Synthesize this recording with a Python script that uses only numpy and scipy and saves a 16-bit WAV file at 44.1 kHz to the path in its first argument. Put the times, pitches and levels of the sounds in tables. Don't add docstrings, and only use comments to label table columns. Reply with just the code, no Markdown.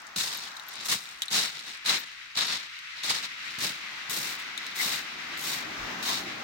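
import sys
import numpy as np
from scipy import signal
from scipy.fft import rfft, irfft, next_fast_len
from scipy.io import wavfile

SR = 44100
rng = np.random.default_rng(int(sys.argv[2]) if len(sys.argv) > 2 else 0)


def persist_wave(psi):
    counts = np.round(np.clip(psi, -1, 1) * 32767).astype(np.int16)
    wavfile.write(sys.argv[1], SR, np.atleast_2d(counts).T)


N = 283695
TIME = np.arange(N) / SR


# (time [s], heel rise [s], heel level [dB], time to full weight [s], full weight [dB],
# fade [dB/s], time to rest [s], fine grit [dB], bed thud [dB], big pebbles [dB])
FOOTFALLS = [(0.159, 0.0045, -31, .03, -27.5, 41, 0.33, 8.5, 1.5, -2),
             (0.883, .003, -29.5, .043, -21, 268, 0.066, 8.5, 4, 2),
             (1.301, 0.022, -25, 0.094, -21.5, 135, 0.19, 5.5, 3, -0.5),
             (1.843, 0.0224, -28.5, .052, -21, 71, 0.11, 0, 2.5, 3),
             (2.363, 0.0018, -28.5, 0.0157, -23.5, 28, 0.065, -6, -0.5, 0.5),
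             (3.026, 0.014, -31, 0.093, -27, 45, .145, 2, 0.5, 1),
             (3.584, 0.0039, -36.5, 0.063, -25.5, 188, 0.2, 7.5, 6, 2.5),
             (4.094, .002, -33.5, 0.11, -33.5, 15, 0.22, 14, 8.5, 3.5),
             (4.745, 0.021, -36.5, 0.084, -27, 30, 0.21, 10.5, 4, 3),
             (5.368, 0.01, -42, 0.12, -30.5, 45, 0.2, 12, 6.5, 1),
             (6.023, 0.0055, -33.5, 0.069, -26.5, 29, 0.15, 2.5, 3, -3)]
# (centre time [s], level [dB], spread [s], fine grit [dB])
FOOT_SCUFFS = [(0.705, -41.5, 0.022, 0), (0.805, -36, 0.052, -10.5), (0.862, -32, 0.011, 10),
               (1.085, -57, 0.017, -2), (1.57, -38, 0.034, -6.5), (1.691, -37.5, 0.046, -4),
               (2.356, -32.5, .004, -6), (2.519, -25.5, 0.044, -8.5), (2.63, -40.5, 0.041, -11),
               (2.99, -40, 0.024, -11), (3.103, -23, 0.01, 0), (3.243, -29.5, 0.014, -5),
               (3.51, -41.5, .05, -4.5), (4.41, -43.5, 0.017, 5), (4.69, -43.5, 0.059, -11)]
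def tread(settle_db=-16.5, settle_db_per_s=59.5, rest_db_per_s=173, grit_db_per_s=43.5):
    moves = [(from_db(db) * swell(s, spread_s), grit_db) for s, db, spread_s, grit_db in FOOT_SCUFFS]
    for s, bite_s, heel_db, roll_s, weight_db, fade_db_per_s, rest_s, grit_db, _, _ in FOOTFALLS:
        age = np.maximum(TIME - s, 0)
        press_db = np.interp(age, [bite_s, roll_s], [heel_db, weight_db])
        loaded, resting = np.maximum(age - roll_s, 0), np.maximum(age - rest_s, 0)
        sole = from_db(press_db - fade_db_per_s * loaded - rest_db_per_s * resting)
        settling = from_db(press_db + settle_db - settle_db_per_s * loaded)
        bite = np.minimum(age / bite_s, 1)
        crushed_db = grit_db_per_s * np.minimum(age, rest_s)
        moves.append((bite * np.hypot(sole, settling), grit_db - crushed_db))
    crunch_db = 10 * np.log10(sum(level ** 2 for level, _ in moves) + 1e-12)
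    fine_db = 10 * np.log10(sum((level * from_db(grit_db)) ** 2 for level, grit_db in moves) + 1e-12)
    return crunch_db, fine_db - crunch_db


def contacts(crunch_db, per_s, size_db):
    rate = per_s * from_db((crunch_db + 29) * .7)
    sizes = from_db(size_db * np.minimum(rng.exponential(1, N), 3))
    slips = rng.random(N) < rate / SR
    return rms_one(slips * sizes / np.sqrt(rate))


# (frequency [Hz], relative density [dB])
CRUNCH_SPECTRUM = [(40, -28.5), (90, -28.5), (178, -12), (270, -16.5), (510, -17.5), (880, -10),
                   (2000, -6.5), (3100, -7), (3950, -2), (5100, -4.5), (8000, -11.5), (11000, -21.5),
                   (13500, -19.5), (16000, -18)]
# (time [s], gain [dB])
CRUNCH_TREBLE = [(3.1, -2), (4.8, 3.5)]
# (frequency [Hz], left minus right [dB])
GROUND_BALANCE = [(280, -1), (720, 11), (1300, 7), (2200, 5), (3150, 0.5), (3950, 4.5), (5050, -9),
                  (7500, 8), (9200, 6), (10800, 3), (15500, 8.5)]
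def footsteps(crunch_db, grit_db, scatter_db=2.5):
    thud_db, pebble_db = in_time([(s, thud, pebble) for s, *_, thud, pebble in FOOTFALLS])
    top_db, = in_time(CRUNCH_TREBLE)
    light_db = 0.33 * np.minimum(crunch_db + 57, 0)
    clicks = contacts(crunch_db, per_s=2000, size_db=1.5) * from_db(0.72 * drift(170))
    spray = from_db(scatter_db) * scatter(clicks, t60=.035)
    drives = [np.hypot(clicks, spray) * rng.standard_normal((2, N)) for _ in range(3)]
    bands_hz = 1000 * 2 ** (np.arange(-14, 13) / 3)
    out = np.zeros((2, N))
    for k, (hz, gain) in enumerate(zip(bands_hz, band_gains(CRUNCH_SPECTRUM, bands_hz))):
        grit = at_hz([(4200, 0), (12000, 0.94), (16000, 0.7)], hz) * grit_db
        pebble = at_hz([(400, 0.24), (900, 0.41), (2100, 1), (3600, 0.01)], hz) * pebble_db
        thud = at_hz([(400, 1.0), (900, 0)], hz) * thud_db
        light = at_hz([(250, 0), (500, 1), (800, 1), (1600, 0)], hz) * light_db
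        top = at_hz([(10000, 0), (14000, 1)], hz) * top_db
        level = gain * from_db(crunch_db + grit + pebble + thud + light + top)
        band = rms_one(band_pass(drives[k % len(drives)], hz, hz / 4, order=3))
        out += level * at_ports(band, hz, GROUND_BALANCE)
    return out


def clacks(crunch_db, level_db=-13.0, width_hz=330, count=16):
    clicks = contacts(crunch_db, per_s=300, size_db=2.0) * rng.choice([-1, 1], (2, N))
    struck = rng.integers(0, count, N)
    pitches_hz = np.geomspace(2700, 5200, count)
    rings = sum(band_pass(clicks * (struck == k), hz, width_hz) for k, hz in enumerate(pitches_hz))
    return from_db(crunch_db + level_db) * rms_one(rings)


# (time [s], level [dB], pitch [Hz])
STONE_KNOCKS = [(0.1617, -20, 4120), (0.2094, -14.5, 4000), (0.4539, -30, 3660), (0.5676, -28, 4070),
                (0.597, -29.5, 3900), (0.857, -36, 4250), (0.8884, -33, 4150), (1.0555, -31.5, 3800),
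                (1.2203, -12.5, 3620), (1.2334, -29, 4000), (1.282, -22, 3840), (1.5924, -27.5, 3830),
                (1.8612, -14.5, 4060), (1.8801, -22, 3880), (1.8944, -11, 4000), (2.3727, -15.5, 4090),
                (2.3894, -16, 3870), (2.4094, -14.5, 3800), (2.7897, -30.5, 4000), (3.0353, -22, 3950),
                (4.0961, -31, 3900), (4.577, -18.5, 3790), (4.6657, -25, 3920)]
def stones(ring_db=-2.5, crack_db=-1.5, spray_db=-1.0):
    out, size = np.zeros((2, N)), SR // 16
    click = signal.unit_impulse(size)
    contact = scatter(click, t60=.007)
    spray = from_db(spray_db) * scatter(click, t60=.052)
    for s, level_db, hz in STONE_KNOCKS:
        drive = np.hypot(contact, spray) * rng.standard_normal((2, size))
        ring = band_pass(click + drive, hz, width_hz=700)
        crack = band_pass(drive, hz=4500, width_hz=4400, order=1)
        crack = band_pass(crack, hz=9500, width_hz=17000)
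        knock = from_db(ring_db) * peak_one(ring) + from_db(crack_db) * peak_one(crack)
        start = round(s * SR)
        out[:, start:start + size] += from_db(level_db) * knock
    return out


# (centre time [s], left level [dB], pitch [Hz], bandwidth [Hz], spread [s])
STONE_RASPS = [(.348, -39, 12300, 500, 0.0027), (0.374, -36, 12000, 500, 0.0027),
               (0.688, -36, 12000, 500, 0.0024), (2, -40, 14500, 1790, 0.0088),
               (2.468, -44, 11300, 251, .007), (4.807, -26.5, 2050, 200, 0.013),
               (6.11, -32, 1000, 400, 0.018)]
def scrapes(right_db=-6.0):
    out, size = np.zeros((2, N)), SR // 4
    for s, level_db, hz, width_hz, spread_s in STONE_RASPS:
        envelope = signal.windows.gaussian(size, spread_s * SR)
        rasp = rms_one(band_pass(rng.standard_normal((2, size)), hz, width_hz))
        start = round(s * SR) - size // 2
        out[:, start:start + size] += from_db(level_db) * envelope * rasp
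    return out * from_db([[0], [right_db]])


# (time [s], peak level [dB])
BED_THUMPS = [(0.168, -61), (0.954, -40), (1.315, -43), (1.391, -48), (1.94, -46), (2.368, -43),
              (3.099, -48), (3.582, -40.5), (3.623, -39), (3.705, -49), (4.092, -48)]
def thumps(hz=172, width_hz=130):
    out, size = np.zeros(N), SR // 8
    bump = peak_one(band_pass(signal.unit_impulse(size), hz, width_hz))
    for s, peak_db in BED_THUMPS:
        start = round(s * SR)
        out[start:start + size] += from_db(peak_db) * bump
    return out


def trickle(per_s=24, level_db=-56, t60=0.023, hz=7000, width_hz=4500, middle_s=0.55, spread_s=0.85):
    ticks = (rng.random(N) < per_s / SR) * from_db(rng.uniform(-17.5, 0, N))
    ticking = band_pass(scatter(ticks, t60) * rng.standard_normal((2, N)), hz, width_hz)
    return from_db(level_db) * swell(middle_s, spread_s) * rms_one(ticking)


# (time [s], roar [dB], wash [dB], hiss [dB])
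SURF_LEVELS = [(0.07, -63, -46, -49.5), (0.59, -67.5, -45.5, -49.5), (1.15, -69, -51.5, -43.5),
               (2.21, -72, -64, -42.5), (2.84, -77, -70, -40.5), (3.40, -62.5, -56, -37.5),
               (3.94, -59, -46, -38), (5.14, -52, -46, -37.5), (5.83, -43.5, -37.5, -37),
               (6.35, -42.5, -42, -38)]
# (frequency [Hz], relative density [dB])
ROAR_SPECTRUM = [(25, -19), (70, -10), (170, 0.5), (300, 4.5), (500, -3.5), (800, 0), (4000, -79),
                 (16000, -70)]
WASH_SPECTRUM = [(25, -47), (430, -22), (620, -9), (790, -3), (1100, 0.5), (1600, 1), (2600, -13.5),
                 (6000, -12.5), (10000, -33), (16000, -25)]
HISS_SPECTRUM = [(25, -30), (680, -31.5), (880, -18), (1250, -5.5), (1750, -3), (2070, 0), (2450, -1),
                 (3200, -5.5), (4000, -6.5), (6000, -15), (10000, -31.5), (16000, -35.5)]
def sea():
    layers = zip((ROAR_SPECTRUM, WASH_SPECTRUM, HISS_SPECTRUM), in_time(SURF_LEVELS))
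    return sum(from_db(level_db) * flow_noise(spectrum) for spectrum, level_db in layers)


# (frequency [Hz], relative density [dB])
WIND_SPECTRUM = [(25, -1), (45, 12.5), (80, 5), (160, 8), (400, -43), (16000, -90)]
def wind(air_db=-73.5, gust_db=-46, gust_s=5.83, spread_s=0.031):
    level = from_db(air_db) + from_db(gust_db) * swell(gust_s, spread_s)
    return level * flow_noise(WIND_SPECTRUM)


# (frequency [Hz], left minus right [dB])
FLOW_BALANCE = [(500, 0), (750, 1.5), (1050, 0), (1500, 5.5), (2150, 6.5), (3100, 0.5), (4000, -5),
                (5100, -6.5), (8000, -0.5), (15500, 4)]
def flow_noise(spectrum, waver_db=1.05):
    waver = from_db(waver_db * drift(25))
    size = next_fast_len(N)
    hz = np.maximum(np.fft.rfftfreq(size, 1 / SR), 1)
    pair = rfft(rng.standard_normal((2, size))) * from_db(at_hz(spectrum, hz))
    noise = irfft(at_ports(pair, hz, FLOW_BALANCE), size)[:, :N]
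    return waver * rms_one(noise)


# (frequency [Hz], correlation [1])
PORT_COHERENCE = [(200, 0.9), (340, 0.61), (550, 0), (850, 0.0061), (1300, 0.2), (2000, 0.033), (4000, 0),
                  (15000, 0)]
def at_ports(pair, hz, balance):
    alike = np.clip(at_hz(PORT_COHERENCE, hz), -.99, .99)
    ratio = from_db(at_hz(balance, hz))
    mid, side = np.sqrt(1 + alike) * pair[0], np.sqrt(1 - alike) * pair[1]
    return np.array([ratio * (mid + side), mid - side]) / np.hypot(1, ratio)


def scatter(clicks, t60):
    keep = 10 ** (-6 / (t60 * SR))
    return np.sqrt(signal.lfilter([1 - keep], [1, -keep], clicks ** 2 + 1e-18))


def band_pass(x, hz, width_hz, order=2):
    edges = np.clip([hz - width_hz / 2, hz + width_hz / 2], 10, .45 * SR)
    return signal.sosfilt(signal.butter(order, edges, "band", fs=SR, output="sos"), x + 1e-18)


def band_gains(spectrum, bands_hz):
    gains = from_db(at_hz(spectrum, bands_hz)) * np.sqrt(bands_hz)
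    return gains / np.linalg.norm(gains)


def drift(per_s):
    knots = rng.standard_normal(4000)
    return rms_one(np.interp(TIME * per_s, np.arange(len(knots)), knots))


def swell(middle_s, spread_s):
    return np.exp(-.5 * ((TIME - middle_s) / spread_s) ** 2)


def in_time(rows):
    s, *columns = np.transpose(rows)
    return [np.interp(TIME, s, column) for column in columns]


def at_hz(points, hz):
    knots_hz, values = np.transpose(points)
    return np.interp(np.log(hz), np.log(knots_hz), values)


def from_db(db):
    return 10 ** (np.asarray(db) / 20)


def rms_one(x):
    return x / np.sqrt(np.mean(x ** 2) + 1e-20)


def peak_one(x):
    return x / np.abs(x).max()


def scene():
    crunch_db, grit_db = tread()
    crunch = from_db(-2.0) * footsteps(crunch_db, grit_db) + clacks(crunch_db)
    feet = crunch + stones() + scrapes() + thumps() + trickle()
    return feet + from_db(-1.5) * (sea() + wind())


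# (frequency [Hz], bandwidth [Hz], left [dB], right [dB])
PORT_RESONANCES = [(1980, 260, 2, 1), (3894, 260, 5.5, -2.5), (12000, 210, 0, -16)]
def record(dry, cutoff_hz=16000):
    for hz, width_hz, left_db, right_db in PORT_RESONANCES:
        gain = from_db([[left_db], [right_db]])
        dry = dry + (gain - 1) * band_pass(dry, hz, width_hz, order=1)
    return signal.sosfilt(signal.ellip(12, .1, 80, cutoff_hz, fs=SR, output="sos"), dry)


dry = scene()
out = record(dry)
persist_wave(out)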